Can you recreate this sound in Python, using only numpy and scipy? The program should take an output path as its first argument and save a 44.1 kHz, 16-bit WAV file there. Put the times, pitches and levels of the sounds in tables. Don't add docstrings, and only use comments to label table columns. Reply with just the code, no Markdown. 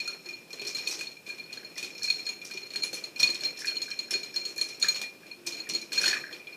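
import sys
import numpy as np
from scipy import signal
from scipy.fft import rfft, irfft, next_fast_len
from scipy.io import wavfile
from scipy.ndimage import uniform_filter1d

SR = 44100
rng = np.random.default_rng(int(sys.argv[2]) if len(sys.argv) > 2 else 0)


def attenuation_scalar(level_db):
    decades = np.asarray(level_db, float) / 20
    return 10 ** decades


def bounce(signal):
    frames = np.transpose(np.atleast_2d(signal))
    limited = np.clip(frames, -1, 1)
    pcm = np.round(limited * 32767).astype(np.int16)
    wavfile.write(sys.argv[1], SR, pcm)


N = 289296

# frequency in Hz, density in dB per Hz.
ROOM_TONE = [(41, -55), (70, -4.5), (177, -1), (292, -1), (366, -12), (525, -4.5), (616, -8), (2190, -21),
             (2450, -3), (2810, -16), (15700, -23.5)]
# frequency in Hz, t60 in seconds.
ROOM_DECAY = [(300, 0.59), (2500, 0.18), (6000, 0.29), (14000, 0.25)]

# time in seconds, straw effort in dB, second mode over low mode in dB
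STIR = [(0.0, -52, 8), (0.55, -53.5, -13), (0.75, -51, 4.5), (0.89, -49, 9), (1.09, -57, -11),
        (1.7, -53, -7), (2.19, -51, 7), (2.36, -52, -6), (3.21, -54, -18), (3.309, -48, -3),
        (3.95, -51.5, -3.5), (4.99, -52, 5), (5.1, -57, -0.5), (5.33, -54, -21), (5.59, -51.5, -34),
        (6.14, -47.5, 5), (6.28, -49.5, -2), (6.56, -45.5, -30)]
# frequency in Hz, density in dB per Hz.
SLOSH_COLOUR = [(150, -11.5), (350, 20.5), (900, 1.5), (1700, 5.5), (3200, -1), (5500, -1.5), (7500, -37),
                (12000, -3.5), (15500, -50)]

PINGS = [(0.0551, -34.5, 7, 4275), (0.3357, -36, 4, 4260), (1.069, -31.5, -11, 4290),
         (1.1677, -49, 12.5, 4210), (1.302, -32, 2, 4270), (1.3967, -35, 5.5, 4250), (1.438, -39, -8, 4270),
         (1.5728, -33, -10, 4230), (1.6466, -33.5, -4, 4257), (2.021, -27.5, -5, 4270),
         (2.0415, -22, -0.5, 4236), (2.0745, -26, -7, 4220), (2.081, -24, 1, 4303), (2.63, -33.5, -6, 4190),
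         (2.8655, -42, 13.5, 4270), (3.3314, -47, 18, 4290), (3.5025, -34, -10, 4250),
         (3.5705, -38, -2, 4240), (3.718, -45, 3, 4270), (0.3283, -38, -9, 4220), (0.86, -38, 2, 4400),
         (1.7046, -47, -5, 4260), (2.2005, -32, -11, 4290), (2.618, -41, -6, 4230), (2.666, -39, -15, 4280),
         (4.7033, -36.5, 3, 4240), (4.78, -52, -1, 4350), (5.543, -34, -7, 4300),
         (2.8217, -24.5, -12, 4220), (3.7675, -22, -21, 4224), (3.9139, -26, -1, 4236),
         (4.4134, -29, -2, 4220), (4.562, -38, 5, 4230), (4.8484, -34, 7, 4300), (5.3125, -34.5, 2.5, 4260),
         (5.601, -27.5, -6, 4234), (6.1038, -22.5, -5, 4340), (5.8148, -34.5, -2, 4160),
         (6.4705, -43.5, 9.5, 4230), (6.527, -41, -24, 4270)]
SQUARE_BLOWS = [(0.076, -28, -4, 4274), (0.595, -33.5, 1, 4254), (0.65, -35.5, -10, 4210),
                (0.6673, -29.5, -3, 4275), (0.7475, -26, -14, 4190), (0.907, -47.5, 14.5, 4370),
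                (1.1165, -39.5, -14, 4240), (1.498, -53.5, 15.5, 4310), (2.2657, -27, -4, 4260),
                (2.2896, -25.5, -7, 4250), (2.7586, -23.5, -11, 4256), (3.7546, -33, -4, 4280),
                (3.8178, -25.5, -10, 4240), (4.2317, -30, -7, 4193), (4.361, -22, -12, 4243),
                (4.4525, -25, -35, 4265), (4.58, -27, -6, 4260), (4.816, -27, -21, 4320),
                (4.9445, -27.5, -23, 4280), (5.568, -35.5, -5, 4180)]
CHIPS = [(0.0014, -29.5, 6, 4277), (0.288, -37.5, 6, 4300), (0.5044, -52, 17, 4260),
         (0.53, -33.5, -19, 4210), (0.784, -30.5, 1, 4264), (1.528, -32, -4, 4284), (1.9499, -41, 6, 4270),
         (2.1874, -37.5, 3.5, 4190), (2.415, -42, 9.5, 4230), (2.573, -33.5, 7.5, 4280),
         (2.704, -36, -27, 4280), (2.736, -34, -3, 4280), (1.844, -32.5, -7, 4260),
         (3.1604, -35.5, 5.5, 4260), (3.199, -21, -1.5, 4256), (5.9195, -30.5, 0, 4280),
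         (3.347, -32, -6, 4300), (3.408, -31.5, -22, 4270), (3.436, -28.5, -8, 4220),
         (3.6699, -27, -4, 4320), (3.8858, -39, -12, 4200), (5.266, -47, -23, 4220),
         (5.5233, -31.5, -3.5, 4230), (5.736, -27.5, -49, 4260), (0.259, -38, -28, 4290),
         (6.0582, -17, -12, 4295), (6.0792, -19, -13, 4250), (6.3274, -36.5, 3, 4290),
         (0.9908, -34, -5, 4240)]
JAMS = [(0.115, -48, -17, 4270), (0.616, -40.5, 1, 4350), (1.0095, -38.5, 8, 4300), (1.264, -45, 9, 4250),
        (1.2887, -44, 10, 4250), (1.38, -46, -5, 4230), (1.7641, -49, 9, 4260), (1.7794, -34.5, -4, 4310),
        (1.8268, -37.5, 6, 4325), (2.5105, -38, 3, 4270), (2.931, -31.5, -43, 4280),
        (2.9698, -42.5, 7, 4236), (3.645, -44, 1, 4260), (4.1097, -33, -4, 4280), (4.69, -43, -13, 4190),
        (4.957, -34.5, -9, 4305), (5.014, -35, 2.5, 4255), (5.228, -59, -19, 4340),
        (5.468, -30.5, -1, 4280), (5.587, -42.5, 0, 4350), (5.698, -32, -9, 4260),
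        (5.9301, -31.5, -6, 4320), (5.9567, -32.5, -2, 4230), (5.9941, -31.5, -1, 4280),
        (6.0326, -28, 2, 4324), (6.0445, -29, -2, 4370), (6.13, -31.5, 3, 4340)]
# crack over ring in dB, ring time in seconds.
CONTACT_KINDS = [(-32.5, 0.042), (-14.5, 0.054), (-11, 0.045), (-3, 0.08)]
# start in seconds,
# ring level in dB, low mode over it in dB, second mode in Hz, ring time in seconds.
SLAMS = [(0.8725, -20.5, 1.5, 4320, 0.025), (2.1011, -14.5, 0, 4270, 0.036),
         (2.8335, -17.5, -3.5, 4216, 0.032), (3.039, -24.5, -6, 4236, 0.024),
         (3.23, -12.5, -0.5, 4287, 0.061), (3.2725, -21, -9, 4354, 0.037), (3.301, -21.5, -22, 4204, 0.048),
         (3.4494, -21, -17, 4220, 0.079), (3.68, -21.5, -11.5, 4266, 0.072), (3.99, -21, -13, 4236, 0.045),
         (4.1382, -22, -2, 4270, 0.074), (4.6128, -16, -6.5, 4232, 0.035),
         (4.826, -12.5, -10.5, 4250, 0.028), (4.8841, -15.5, -10, 4210, 0.069),
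         (5.023, -47, 14.5, 4244, 0.2), (5.7494, -19.5, -30, 4270, 0.034), (5.9775, -17, -8.5, 4266, 0.092)]
# frequency in Hz, level in dB, t60 as a factor of the ring time.
UPPER_MODES = [(6702, -15.5, 2.2), (9820, -31.5, 1.4), (13700, -34, 0.6)]

# start in seconds, peak level in dB, pitch in Hz.
TINKS = [(0.0473, -34, 3600), (0.1116, -41, 3630), (0.5985, -30.5, 3620), (0.8599, -27, 3980),
         (0.8719, -19, 3640), (1.01, -33, 3160), (1.0715, -27, 3680), (1.7799, -39, 3570),
         (1.8277, -31, 3600), (1.843, -24, 3740), (2.1011, -20, 3660), (2.2648, -34, 3720),
         (2.4154, -34, 3500), (2.574, -31, 3280), (2.9302, -39, 3260), (3.1924, -25, 3000),
         (3.229, -11, 3650), (3.3553, -24, 3760), (3.5708, -31, 3670), (3.7105, -27, 3050),
         (3.7668, -25, 3000), (3.8172, -27, 3520), (3.911, -28, 3060), (3.9893, -33, 3430),
         (4.131, -28, 2980), (4.2418, -55, 3850), (4.3602, -32, 3030), (4.6136, -29, 3100),
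         (4.825, -25, 3970), (4.8252, -14, 3730), (4.8848, -21, 3630), (5.5214, -39, 3080),
         (5.711, -28, 3700), (5.9229, -42, 3590), (5.9309, -33, 3040), (5.976, -23, 3640),
         (6.0566, -15, 3100), (6.1295, -41, 3260), (6.328, -27, 3380), (6.47, -30, 3320)]
# start in seconds, peak level in dB, pitch in Hz.
SPLINTERS = [(0.048, -51, 7730), (0.076, -39, 9840), (0.5057, -52, 11700), (0.5285, -43, 11700),
             (0.674, -33, 7940), (0.7467, -41, 11500), (0.767, -41, 8140), (0.874, -30, 7610),
             (0.9104, -36, 7760), (0.991, -39, 7870), (1.009, -36, 7860), (1.286, -43, 7600),
             (1.7794, -37, 8100), (1.8285, -36, 11200), (2.0325, -29.5, 7860), (2.101, -39, 9820),
             (2.2655, -40, 7700), (2.448, -37.5, 9400), (2.6655, -47, 10400), (2.736, -43, 9400),
             (2.833, -32.5, 9820), (2.929, -37, 7600), (2.943, -32, 9800), (3.219, -37, 9000),
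             (3.182, -43, 7600), (3.2016, -34, 9800), (3.203, -29, 8750), (3.301, -37.5, 9700),
             (3.3445, -37, 7840), (3.406, -40, 8040), (3.5718, -46, 9300), (3.5887, -37, 9840),
             (3.6561, -32.5, 11000), (3.8177, -37.5, 7900), (4.1082, -28, 9760), (4.361, -40, 11400),
             (4.4792, -40.5, 7560), (4.561, -40, 10100), (4.578, -33.5, 12300), (4.6124, -27.5, 9700),
             (4.688, -40.5, 9820), (4.799, -35.5, 8660), (4.8255, -28.5, 8700), (4.885, -29, 13700),
             (5.0165, -41, 8650), (5.466, -28, 8000), (5.6914, -31, 8700), (5.8152, -44, 10300),
             (5.931, -34, 7400), (5.928, -33, 7500), (6.0126, -31.5, 9800), (6.0597, -40, 8350)]
# start in seconds, peak level in dB, pitch in Hz.
CUBE_CLICKS = [(0.077, -45, 5400), (0.2875, -34, 5530), (0.505, -40, 5400), (0.5294, -39, 5550),
               (0.6475, -36, 5570), (0.673, -22.5, 5430), (0.769, -31, 5500), (0.85, -35, 5480),
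               (0.9118, -21, 5570), (1.528, -42, 5410), (1.756, -36, 5430), (1.774, -31, 5440),
               (1.9797, -32.5, 5450), (2.031, -23, 5480), (2.1011, -33, 5440), (2.2552, -30.5, 5370),
               (2.4159, -52, 5500), (2.4513, -31.5, 5550), (2.5367, -30.5, 5650), (2.7352, -45, 5570),
               (2.8325, -30, 5570), (2.9522, -35, 5500), (3.1597, -47, 5400), (3.192, -27, 5030),
               (3.1958, -21, 5600), (3.204, -27, 5570), (3.228, -23, 5440), (3.346, -32, 5280),
               (3.435, -25.5, 5400), (3.574, -36, 5440), (3.5894, -33, 5330), (3.6027, -26, 5430),
               (3.6566, -30, 5480), (3.8167, -33, 5200), (3.9038, -30.5, 5460), (3.9888, -38, 4900),
               (4.1078, -20.5, 5380), (4.341, -30.5, 5370), (4.361, -38, 5540), (4.4507, -44, 6060),
               (4.482, -46, 5500), (4.612, -33, 5640), (4.687, -33, 5710), (4.7983, -36, 5600),
               (4.827, -37, 5360), (4.8858, -29, 5530), (4.945, -33, 5330), (5.015, -36, 5300),
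               (5.4639, -30.5, 5660), (5.47, -26, 5480), (5.6905, -24, 5640), (5.8147, -34, 5520),
               (5.9189, -45, 5860), (5.9324, -43, 5440), (5.9797, -29, 5550), (6.014, -20.5, 5700),
               (6.044, -28, 5770), (6.0785, -19, 5630), (6.3836, -48, 5370)]
# start in seconds, peak level in dB, pitch in Hz.
PLOPS = [(0.077, -41, 1400), (0.78, -49, 1620), (1.009, -44.5, 1610), (6.15, -38, 2020),
         (1.574, -45.5, 1640), (1.6316, -48, 1630), (2.0155, -47, 1680), (2.08, -47, 1590),
         (2.753, -43.5, 1670), (3.222, -44, 1780), (4.5836, -45, 1740), (5.039, -43, 1910),
         (5.232, -52, 1650), (6.267, -43, 1800), (6.311, -44, 1860), (1.299, -47, 1640),
         (1.7618, -47, 1990), (1.777, -46, 1810), (2.271, -46, 1670), (2.5012, -50, 1580),
         (2.929, -48, 1590), (3.432, -46, 1620), (3.587, -48, 1780), (3.619, -39, 1720), (3.645, -32, 1715),
         (3.881, -44.5, 1576), (3.902, -46, 1640), (4.085, -51, 1630), (4.106, -43, 1670),
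         (4.137, -40, 1590), (4.342, -48, 1670), (4.827, -42, 1600), (4.836, -38, 1400),
         (4.8452, -28.5, 1700), (4.848, -38, 1340), (5.67, -43.5, 1840), (5.919, -42, 1620),
         (5.9774, -34, 1610), (6.0152, -31, 1680), (6.041, -26.5, 1570), (6.078, -27, 1780),
         (6.11, -33, 1890), (6.1298, -23.5, 1720), (6.2395, -33.5, 1650)]
# start in seconds, peak level in dB, pitch in Hz.
KNOCKS = [(0.614, -39, 403), (2.935, -45.5, 344), (2.548, -44, 375), (2.772, -42.5, 408), (2.931, -41, 512),
          (3.232, -41.5, 338), (4.151, -36.5, 394), (4.943, -47.5, 517), (5.473, -49.5, 367),
          (5.701, -45, 407), (5.723, -41, 326), (5.758, -41.5, 346), (5.931, -48, 414), (6.077, -41, 361)]

# frequency in Hz, gain in dB.
WALL_CRACK = [(500, -6.5), (1500, -7.5), (3500, 2.5), (5800, 0.5), (8000, -4.5), (14000, -9.5)]
# frequency in Hz, gain in dB.
CUBE_CRACK = [(1500, -8), (3500, -2.5), (5600, 8.5), (7500, -4), (14000, -11)]
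# frequency in Hz, gain in dB.
SPLINTER_CRACK = [(3000, -23), (6000, 8.5), (8000, 1.5), (11000, -1.5), (15000, -7)]

LOW_HZ, SECOND_HZ = 2405, 4236
LOW_TWIN_HZ, SECOND_TWIN_HZ = 46, 73.5


def unit(x):
    return x / np.sqrt(np.mean(x ** 2) + 1e-20)


def along(points, hz):
    f, v = np.transpose(points)
    return np.interp(np.log(hz + 1), np.log(f + 1), v)


def filtered(x, response):
    m = next_fast_len(len(x) + 8192)
    return irfft(rfft(x, m) * response(np.fft.rfftfreq(m, 1 / SR)), m)[:len(x)]


def mode(f, hz, width_hz):
    return 1j * f * width_hz / (hz * hz - f * f + 1j * f * width_hz)


def ring(t, hz, t60, rise):
    return np.sin(2 * np.pi * hz * t) * attenuation_scalar(-60 * t / t60) * (1 - np.exp(-t / rise))


def cluster(t, hz, offsets, spread, t60, rise):
    modes = sum(ring(t, hz * (1 + spread * k), t60, rise) for k in offsets)
    return modes / np.sqrt(len(offsets))


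def blank(length_s):
    return np.zeros(N + SR), np.arange(int(SR * length_s)) / SR


def add(track, s, sound):
    track[round(s * SR):][:len(sound)] += sound


def cracks(times, levels_db, low_hz, colour):
    out, t = blank(1 / 6)
    for s, db, u in zip(times, levels_db, rng.random((len(times), 12))):
        snap = sum(ring(t[:1500], low_hz * (15000 / low_hz) ** k, 0.0059, 0.0004) for k in u)
        noise = rng.standard_normal(len(t))
        edge = (0.68 + 0.76 * u[2]) * attenuation_scalar(-60 * t / 0.43) * noise
        rasp = 1.37 * uniform_filter1d(noise, size=4) + edge
        grit = 0.5 + 1.05 * np.repeat(rng.random(len(t) // 30) < .13, 30)
        rasp_t60 = 0.11 + 0.28 * u[1]
        rasp_gain = attenuation_scalar(db - 11.5 + 5 * (u[0] - 1.0) - 60 * t / rasp_t60)
        add(out, s, attenuation_scalar(db - 12.5) * snap)
        add(out, s, rasp_gain * (1 - np.exp(-t / 0.00019)) * grit * rasp)
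    return filtered(out[:N], lambda f: attenuation_scalar(along(colour, f)))


def contacts(slam_crack_db=-20):
    blows = [(s, db, low_db, slam_crack_db, t60, hz) for s, db, low_db, hz, t60 in SLAMS]
    for rows, (crack_db, t60) in zip((PINGS, SQUARE_BLOWS, CHIPS, JAMS), CONTACT_KINDS):
        blows += [(s, db, low_db, crack_db, t60, hz) for s, db, low_db, hz in rows]
    return np.array(sorted(blows))


def agitation(gather_s=0.0087, settle_s=0.034):
    s, db, _, crack_db = contacts().T[:4]
    kicks = np.bincount(np.round(s * SR).astype(int), attenuation_scalar(.5 * (db + crack_db)), N)

    def settling(f):
        w = 2 * np.pi * f
        return 1 / (1 + 1j * w * settle_s) / (1 + (w * gather_s) ** 2)

    level_db = 20 * np.log10(filtered(kicks, settling).clip(0) + 1e-9)
    return level_db - level_db.mean()


def taps(rate_hz, spread_db):
    hit = rng.random(N) < rate_hz / SR
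    return hit * rng.choice([-1, 1], N) * attenuation_scalar(spread_db * np.minimum(rng.exponential(size=N), 3))


def hush(level_db=-57):
    return attenuation_scalar(level_db) * unit(filtered(rng.standard_normal(N), lambda f: attenuation_scalar(along(ROOM_TONE, f))))


def stir(slosh_db=-61, slosh_growth=0.52, ticks_db=-6):
    s, *columns = np.transpose(STIR)
    effort_db, height_db = (np.interp(np.arange(N) / SR, s, c) for c in columns)
    restless_db = agitation()
    slosh_level_db = slosh_db + slosh_growth * (effort_db - effort_db.mean())
    levels_db = [effort_db + 3, effort_db + height_db, slosh_level_db]
    busy = (0.5, 0.12, 0.21)
    low, second, slosh = attenuation_scalar(levels_db + np.outer(busy, restless_db))

    def second_modes(f):
        return mode(f, SECOND_HZ, 30) + 0.23 * mode(f, 6702, 32) + 0.24 * mode(f, 5450, 69)

    low_flicker = unit(filtered(taps(300, spread_db=-4.5), lambda f: mode(f, LOW_HZ, 39.5)))
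    second_flicker = unit(filtered(taps(300, spread_db=3.0), second_modes))

    clump_decay = attenuation_scalar(-60 * np.arange(2000) / SR / 0.057)
    clumps = signal.fftconvolve(np.abs(taps(260, spread_db=0.0)), clump_decay)[:N]
    crunch = (0.057 + unit(clumps)) * rng.standard_normal(N)

    def wet_ice(f):
        return attenuation_scalar(along(SLOSH_COLOUR, f)) * np.abs(1 + 1.5 * mode(f, 5250, 250))

    def loose_ice(f):
        return (0.8 * mode(f, 5485, 110) + 0.5 * mode(f, 2570, 470)) * mode(f, 3600, 5600)

    ticks = unit(filtered(taps(110, spread_db=5), loose_ice)) * attenuation_scalar(ticks_db + 0.5 * restless_db)
    flicker = low * low_flicker + second * second_flicker
    return attenuation_scalar(-2.0) * flicker + attenuation_scalar(5.5) * slosh * (unit(filtered(crunch, wet_ice)) + ticks)


def clinks(mute_db=-11, mute_s=0.0041):
    wall, t = blank(1 / 5)
    blows = contacts()
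    luck = rng.standard_normal((len(blows), 5))
    gaps_s = np.diff(blows[:, 0], append=N)
    for (s, db, low_db, crack_db, t60, hz), z, gap_s in zip(blows, luck, gaps_s):
        tune = hz / SECOND_HZ
        low_hz = LOW_HZ * tune ** 1.62
        t60 = max(t60, .01)
        rise = 0.0012 * attenuation_scalar(-.3 * (max(crack_db, -27) + 22.5))

        second = ring(t, hz, 3.2 * t60, rise)
        second += 0.15 * z[0] * ring(t, hz + SECOND_TWIN_HZ, 0.62 * t60, rise)
        choke = 0.13 + 0.8 * attenuation_scalar(-60 * (t / (0.58 * t60)) ** 4)
        low = ring(t, low_hz, 1.6 * t60, 3.5 * rise)
        low += 0.25 * z[1] * ring(t, low_hz + LOW_TWIN_HZ, t60, rise)
        tone = second * choke + attenuation_scalar(low_db) * low

        for (upper_hz, level_db, longer), chance in zip(UPPER_MODES, z[2:]):
            upper_db = level_db + 0.19 * (crack_db + 5.5) + 2.5 * chance
            upper = cluster(t, upper_hz * tune ** 0.1, z[:2], 0.0015, longer * t60, 0.34 * rise)
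            tone += attenuation_scalar(upper_db) * upper

        tone *= attenuation_scalar(mute_db * np.clip((t - gap_s) / mute_s, 0, 1))
        add(wall, s, attenuation_scalar(db + 0.5) * tone)
    return wall[:N] + cracks(blows[:, 0], blows[:, 1] + blows[:, 3] + 12, 2380, WALL_CRACK)


def tinks():
    out, t = blank(1 / 8)
    for (s, db, hz), z in zip(TINKS, rng.standard_normal((len(TINKS), 3))):
        tone = ring(t, hz, 0.02, 0.00066)
        tone += 0.57 * cluster(t, hz, z, spread=0.068, t60=0.042, rise=0.00065)
        add(out, s, attenuation_scalar(db - 10.5) * tone)
    return out[:N]


def splinters(wall_hz=9800):
    out, t = blank(1 / 8)
    for s, db, hz in SPLINTERS:
        t60 = 0.036 + 0.094 * abs(mode(hz, wall_hz, 150))
        add(out, s, attenuation_scalar(db - 11.5) * ring(t, hz, t60, rise=0.00026))
    times, levels_db, _ = np.transpose(SPLINTERS)
    return out[:N] + cracks(times, levels_db + 4, 7300, SPLINTER_CRACK)


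def cubes():
    out, t = blank(1 / 8)
    for (s, db, hz), z in zip(CUBE_CLICKS, rng.standard_normal((len(CUBE_CLICKS), 5))):
        add(out, s, attenuation_scalar(db - 9.5) * cluster(t, hz, z, spread=0.0144, t60=0.086, rise=0.0019))
        add(out, s, attenuation_scalar(db - 16) * ring(t, hz, 0.012, rise=0.001))
    times, levels_db, _ = np.transpose(CUBE_CLICKS)
    return out[:N] + cracks(times, levels_db - 1, 3660, CUBE_CRACK)


def plops(climb_per_s=0.18):
    out, t = blank(1 / 8)
    for (s, db, hz), z in zip(PLOPS, rng.standard_normal((len(PLOPS), 20))):
        climb = climb_per_s * t
        add(out, s, attenuation_scalar(db + 10.0) * ring(t, hz * (1 + climb), 0.021, rise=0.0012))
        for late, pitch in z.reshape(-1, 2):
            late = abs(late)
            bubble = ring(t, hz * (1.04 + .13 * pitch + climb), 0.045, rise=0.00077)
            add(out, s + 0.036 * late, attenuation_scalar(db - 9.0 - 1.8 * late) * bubble)
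    return out[:N]


def knocks():
    out, t = blank(1 / 4)
    for (s, db, hz), z in zip(KNOCKS, rng.standard_normal((len(KNOCKS), 4))):
        thud = ring(t, hz, 0.098, 0.0027) + 0.2 * ring(t, 0.334 * hz, 0.13, 0.0074)
        thud += 1.14 * cluster(t, 1.062 * hz, z, spread=0.219, t60=0.047, rise=0.0015)
        add(out, s, attenuation_scalar(db + 1.5) * thud)
    return out[:N]


def room(x, size):
    out = np.zeros(N + SR)
    for start in range(0, N, size):
        hz, t, z = signal.stft(rng.standard_normal(SR // 2), SR, nperseg=256)
        decay = attenuation_scalar(-60 * t / along(ROOM_DECAY, hz)[:, None])
        tail = signal.istft(z * decay, SR, nperseg=256)[1]
        tail /= np.linalg.norm(tail)
        add(out, start / SR + .006, signal.fftconvolve(x[start:start + size], tail))
    return out[:N]


def scene():
    near = stir() + clinks() + tinks() + splinters() + cubes() + plops() + knocks()
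    return (near + attenuation_scalar(-7.0) * room(near, size=8192) + hush())[None]


def low_pass(x):
    return signal.sosfilt(signal.butter(12, 16430, fs=SR, output="sos"), x)


def record(dry):
    top_hz, bass_hz, hum_hz, hum_db = 15480, 112, 50, -82

    def microphone(f):
        treble = np.clip((top_hz - f) / 300, .01, 1)
        bass = f ** 8 / (f ** 8 + bass_hz ** 8) + .06
        return treble * bass

    hum = attenuation_scalar(hum_db) * np.sin(2 * np.pi * hum_hz * np.arange(N) / SR)
    mix = filtered(dry[0], microphone) + hum
    return low_pass(mix[None])


dry = scene()
out = record(dry)
bounce(out)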